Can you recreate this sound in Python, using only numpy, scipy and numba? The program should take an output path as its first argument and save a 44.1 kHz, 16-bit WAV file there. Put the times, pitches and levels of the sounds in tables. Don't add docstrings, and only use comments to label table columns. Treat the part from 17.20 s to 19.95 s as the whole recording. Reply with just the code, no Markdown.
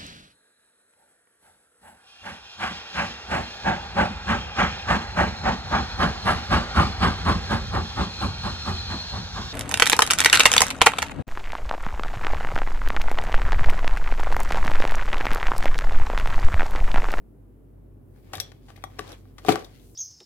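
import sys
import numpy as np
from scipy import signal
from scipy.fft import rfft, irfft
from scipy.io import wavfile
from scipy.ndimage import uniform_filter1d, map_coordinates
from numba import njit

SR = 44100
rng = np.random.default_rng(int(sys.argv[2]) if len(sys.argv) > 2 else 0)


def master(y):
    cut = np.clip(np.atleast_2d(y).T, -1, 1)
    pcm = np.round(cut * 32767)
    wavfile.write(sys.argv[1], SR, pcm.astype(np.int16))


def decibels_to_gain(level_db):
    exponent = np.asarray(level_db, float) / 20
    return 10 ** exponent


N = 121275


def level(x, db):
    return x * decibels_to_gain(db) / np.sqrt(np.mean(x ** 2))


def band(x, hz, octaves):
    low = hz * 2 ** (-octaves / 2)
    high = min(hz * 2 ** (octaves / 2), .45 * SR)
    return signal.sosfilt(signal.butter(2, [low, high], "bandpass", fs=SR, output="sos"), x)


def walk(rate):
    k = int(SR / rate)
    steps = np.repeat(rng.standard_normal(N // k + 1), k)
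    return 0.56 * uniform_filter1d(uniform_filter1d(steps, k), k)[:N]


def shape(table, hz):
    table = np.array(table)
    return np.interp(np.log(hz), np.log(table[:, 0]), table[:, 1])


def sides(left_over_right_db):
    return decibels_to_gain(np.array([[left_over_right_db], [-left_over_right_db]]) / 2)


# pitch in Hz, level in dB, how strongly that level wavers in dB.
HUM_LINES = [(48, -52.5, 4.5), (42.2, -65.5, -11), (94.9, -56, -4.5), (128, -61.5, 1.5)]
# time in seconds, change of level in dB.
OVERTONE_SWELL_CURVE = [(0, -14), (.4, -3), (.9, 1), (2.2, 1.5), (2.75, -8)]


def machine_hum():
    t = np.arange(N) / SR
    swell_db = np.interp(t, *np.array(OVERTONE_SWELL_CURVE).T)
    hum = np.zeros(N)
    for hz, db, waver_db in HUM_LINES:
        line_db = db + waver_db * walk(11) + (hz > 90) * swell_db
        turns = hz * t + .03 * walk(3.9) + rng.random()
        hum += decibels_to_gain(line_db) * np.sqrt(2) * np.sin(2 * np.pi * turns)
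    return hum


# pitch in Hz, relative strength there in dB per Hz.
AIR_SPECTRUM = [(30, -22), (50, -17.5), (70, -28), (90, -5.5), (190, -16.5), (250, -11), (330, -14.5),
                (420, -18.5), (500, -24), (1000, -37.5), (2040, -49), (4000, -59.5), (16500, -72)]


def room_air():
    air_db, flicker_db, alike_hz = -53, 0.25, 460
    hz = np.maximum(np.fft.rfftfreq(N, 1 / SR), 1)
    colour = decibels_to_gain(shape(AIR_SPECTRUM, hz))
    mid, side = rng.standard_normal((2, N))
    mid = irfft(rfft(mid) * colour, N)
    side = irfft(rfft(side) * colour * np.sqrt(hz / (hz + alike_hz)), N)
    air = (mid + side * np.array([[1], [-1]])) * decibels_to_gain(flicker_db * walk(1.7))
    return level(air, air_db)


# time in seconds, rms level in dB.
HISS_CURVE = [(0, -77.5), (.8, -78.5), (1.0, -70.5), (1.3, -73.5), (1.45, -74), (1.7, -70), (2.101, -73),
              (2.3, -65.5), (2.5, -70.5), (2.75, -66.5)]


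def treble_hiss():
    noise = band(rng.standard_normal((2, N)), hz=13000, octaves=0.98)
    db = np.interp(np.arange(N) / SR, *np.array(HISS_CURVE).T)
    return level(noise, 0) * decibels_to_gain(db)


# time in seconds, level in dB, treble tilt in dB per octave around 2000 Hz.
RUB_MOVES = [(0, -100, -8), (.85, -95, -7), (.97, -68.5, -4.5), (1.02, -71, -4), (1.11, -63, -6),
             (1.16, -49.5, -5), (1.27, -58, -4), (1.4, -75, -4), (1.5, -61.5, 0), (1.54, -64, -3),
             (1.66, -66, -5), (1.761, -63.5, -5.5), (1.83, -52.5, -3.5), (1.94, -55, -5.5), (2.0, -67, 3),
             (2.12, -74.5, -7.5), (2.221, -63, -3), (2.3, -29, -3), (2.398, -49, -6), (2.5, -63.5, -1.5),
             (2.598, -66, 5), (2.75, -92, 18)]
# pitch in Hz, strength of the grains there in dB.
CLOTH_SPECTRUM = [(400, -4), (800, -2.5), (1700, -2.5), (3400, -4), (6000, -11), (10000, -19.5),
                  (14000, -49), (16500, -33)]


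def cloth_rub():
    grains_per_s, scatter_db, alike = 4900, 3, 0.2
    t = np.arange(N) / SR
    time, rub_db, rub_tilt_db = np.array(RUB_MOVES).T
    db, tilt_db = np.interp(t, time, rub_db), np.interp(t, time, rub_tilt_db)
    on = rng.random((2, N)) < grains_per_s / SR
    scatter = decibels_to_gain(scatter_db * np.minimum(rng.exponential(size=(2, N)), 5))
    grains = on * rng.standard_normal((2, N)) * scatter
    grains = grains + 0.45 * rng.standard_normal((2, N))
    left, right = grains * decibels_to_gain(4.6 * walk(39.33))
    grains = np.array([left, alike * left + np.sqrt(1 - alike ** 2) * right])
    centres = 450 * 2 ** np.arange(0, 5.4, .5)
    parts = [decibels_to_gain(shape(CLOTH_SPECTRUM, hz)) * band(grains, hz, 1) for hz in centres]
    norm = np.sqrt(np.mean(sum(parts) ** 2))
    out = np.zeros((2, N))
    for hz, part in zip(centres, parts):
        out += decibels_to_gain(tilt_db * np.log2(hz / 2000) + 3 * walk(25)) * part
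    return out / norm * decibels_to_gain(db) * sides(4)


def ring(x, hz, t60):
    r = np.exp(-np.log(1000) / (t60 * SR))
    w = 2 * np.pi * hz / SR
    return signal.lfilter([0, np.sin(w)], [1, -2 * r * np.cos(w), r * r], x)


def blows(events, modes, reach_octaves, loose, crack_db, crunch_db):
    rattle_per_s, crack_s, crack_hz = 1600, .005, 7000
    size = SR // 4
    out = np.zeros((2, N + SR))
    t = np.arange(size) / SR
    for start, db, hz, rattle_s, pan_db in events:
        chance, noise = rng.random((2, size)), rng.standard_normal((2, size))
        fade = np.exp(-t / max(rattle_s, 1e-4))
        push = (chance[0] < rattle_per_s / SR) * (2 * chance[1] - 1) * loose * fade
        push[0] = -1
        body = np.zeros(size)
        for k, (mode_hz, mode_db, t60) in enumerate(modes):
            woken_db = mode_db - 11.3 * (np.log2(mode_hz / hz) / reach_octaves) ** 2
            body += (-1) ** k * decibels_to_gain(woken_db) * ring(push, mode_hz, t60)
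        crack = band(noise[0], crack_hz, 3.3) * np.exp(-t / (crack_s + rattle_s))
        crunch = band(noise[1] * fade, 0.81 * hz, 3.98)
        solid = body / np.abs(body).max() + decibels_to_gain(crunch_db) * crunch / np.abs(crunch).max()
        blow = sides(pan_db) * solid + decibels_to_gain(crack_db) * sides(pan_db / 2) * crack
        i = int(start * SR)
        out[:, i:i + size] += decibels_to_gain(db) * blow
    return out[:, :N]


# start in seconds, level in dB, centre in Hz of the
# modes it wakes, rattle length in seconds, left over right in dB.
TICK_EVENTS = [(1.132, -32, 7000, .01, 4), (1.152, -27.5, 4220, .004, 8), (1.171, -34.5, 6000, .003, 6),
               (1.2, -17.5, 4490, .004, 12), (1.201, -29, 6000, 0.0027, 9), (1.208, -33, 3030, 0.0074, 0),
               (1.561, -50, 2260, 0.0037, 20.5), (1.565, -51, 4400, .002, 20.5),
               (1.623, -50, 3000, .002, 4), (1.639, -30, 4100, .001, 3.5), (1.877, -46.5, 4000, .003, 18),
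               (1.891, -44.5, 5000, .004, -15.5), (1.919, -37.5, 5000, .0012, 14),
               (1.927, -43, 3600, .004, -18.5), (2.263, -35, 4160, .004, -15),
               (2.272, -46.5, 3070, .01, -4), (2.294, -27, 3800, .004, 2), (2.303, -33.5, 3020, .003, 3),
               (2.321, -23.5, 3440, .003, 11), (2.342, -38.5, 3500, .004, 3.5),
               (2.393, -41.5, 6000, .003, -5.5), (2.445, -39.5, 4395, .004, 15.5),
               (2.596, -55, 4100, .004, 13)]
# pitch in Hz, strength in dB, time in seconds to die by 60 dB.
METAL_MODES = [(1900, -8, .008), (2500, -4, .008), (3230, -20, .09), (3400, -20, .08), (3620, -21, .07),
               (3700, -1, .008), (4730, -4, .004), (5700, 0, .006), (6900, -5, .006), (8500, -8, .007),
               (10000, -11, .005), (12500, -13, .005)]


def metal_ticks():
    return blows(TICK_EVENTS, METAL_MODES, reach_octaves=0.55, loose=4.2, crack_db=-12, crunch_db=-8)


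# start in seconds, level in dB, centre in Hz of the modes it wakes,
# rattle length in seconds, left over right in dB.
KNOCK_EVENTS = [(1.134, -26, 1190, 0.0097, 9), (1.181, -35, 1220, 0.0023, 9),
                (1.318, -43.5, 1400, 0.0025, 13.5), (1.484, -47.5, 1190, 0.019, 12),
                (1.503, -43, 1130, 0.0015, 12), (1.575, -51.5, 990, 0.014, 14),
                (1.639, -31, 900, 0.0006, 25.5), (1.787, -34, 970, 0.0043, 7),
                (1.7915, -21.5, 1360, 0.0029, 7.5), (1.809, -41, 1500, 0.006, 7),
                (2.054, -51.5, 1110, 0.00053, 2), (2.182, -38, 1480, 0.0087, 8.5),
                (2.249, -29.5, 814, 0.00022, 13.5), (2.285, -10, 607, 0.00013, 10.5),
                (2.289, -15, 890, 0.0085, 18.5), (2.357, -20, 1080, 0.00092, 12.5)]
# pitch in Hz, strength in dB, time in seconds to die by 60 dB.
SHELL_MODES = [(600, -6, .045), (762, 0, .048), (1155, -4, .035), (1530, -4, .016), (1900, -4, .028),
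               (2450, -6, .016), (3080, -7, .012), (4430, -8, .009)]


def shell_knocks():
    return blows(KNOCK_EVENTS, SHELL_MODES, reach_octaves=1.1, loose=0.75, crack_db=-19, crunch_db=0)


# start in seconds, level in dB, centre in Hz of the
# modes it wakes, rattle length in seconds, left over right in dB.
THUD_EVENTS = [(1.137, -43.5, 298, 0.0035, 8), (1.165, -36, 100, 0.0015, -2),
               (1.792, -32.5, 430, 0.00086, 9.5), (1.812, -37.5, 148, 0.0022, 6),
               (2.249, -36.5, 303, 0.00092, 9), (2.285, -7.5, 330, 0.0022, 9),
               (2.321, -19, 327, 0.0047, -6)]
# pitch in Hz, strength in dB, time in seconds to die by 60 dB.
SHELF_MODES = [(78, -12, .25), (100, -13, .22), (130, -14, .22), (170, -11, .15), (215, -10, .06),
               (270, -10, .08), (322, -7, .11), (345, -9, .13), (423, 0, .095), (550, -8, .05),
               (680, -5, .05)]


def shelf_thuds():
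    return blows(THUD_EVENTS, SHELF_MODES, reach_octaves=1.57, loose=0.75, crack_db=-39.5, crunch_db=-10.5)


# start in seconds, level in dB, centre in Hz of the modes it
# wakes, rattle length in seconds, left over right in dB.
JOLT_EVENTS = [(1.203, -38, 3400, 0.034, -2)]
# pitch in Hz, strength in dB, time in seconds to die by 60 dB.
WIRE_MODES = [(3240, -2, .13), (3430, 3, .11), (3600, -8, .1)]


def wire_singing():
    return blows(JOLT_EVENTS, WIRE_MODES, reach_octaves=2, loose=1, crack_db=-40, crunch_db=-22)


@njit
def walls(x, lags, gain, damp):
    line, soft, out = np.zeros((8, 4096)), np.zeros(8), np.zeros((2, len(x)))
    for i in range(len(x)):
        total = 0.
        for k in range(8):
            soft[k] += (1 - damp) * (gain[k] * line[k, (i - lags[k]) & 4095] - soft[k])
            total += soft[k]
            out[k % 2, i] += soft[k] * (1 - (k & 2))
        for k in range(8):
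            line[k, i & 4095] = x[i] + soft[k] - total / 4
    return out


def room_echo(near):
    echo_db, t60_s, damp = -16, 0.31, 0.349
    lags = np.array([311, 443, 587, 739, 919, 1123, 1361, 1607])
    gain = decibels_to_gain(-60 * lags / SR / t60_s)
    return decibels_to_gain(echo_db) * walls(near.mean(axis=0), lags, gain, damp)


def two_ports(near, echo):
    lag_s, pan_above_hz = 0.000095, 70
    late = map_coordinates(near[1], [np.arange(N) - lag_s * SR], order=3)
    heard = np.array([near[0], late]) + echo
    mid = heard.mean(axis=0)
    high_pass = signal.butter(1, pan_above_hz, "high", fs=SR, output="sos")
    side = signal.sosfilt(high_pass, heard[0] - mid)
    return np.array([mid + side, mid - side])


def scene():
    background = machine_hum() + room_air() + treble_hiss()
    near = cloth_rub() + metal_ticks() + shell_knocks() + shelf_thuds() + wire_singing()
    return two_ports(near, room_echo(near)) + background


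def low_pass(x):
    return signal.sosfilt(signal.butter(12, 16650, fs=SR, output="sos"), x)


def record(dry):
    low_hz, top_hz, ceiling = 36, 15900, .95
    wet = signal.sosfilt(signal.butter(4, low_hz, "high", fs=SR, output="sos"), dry)
    rounded = wet / (1 + (wet / ceiling) ** 4) ** (1 / 4)
    mix = signal.sosfilt(signal.butter(8, top_hz, fs=SR, output="sos"), rounded)
    return low_pass(mix)


dry = scene()
out = record(dry)
master(out)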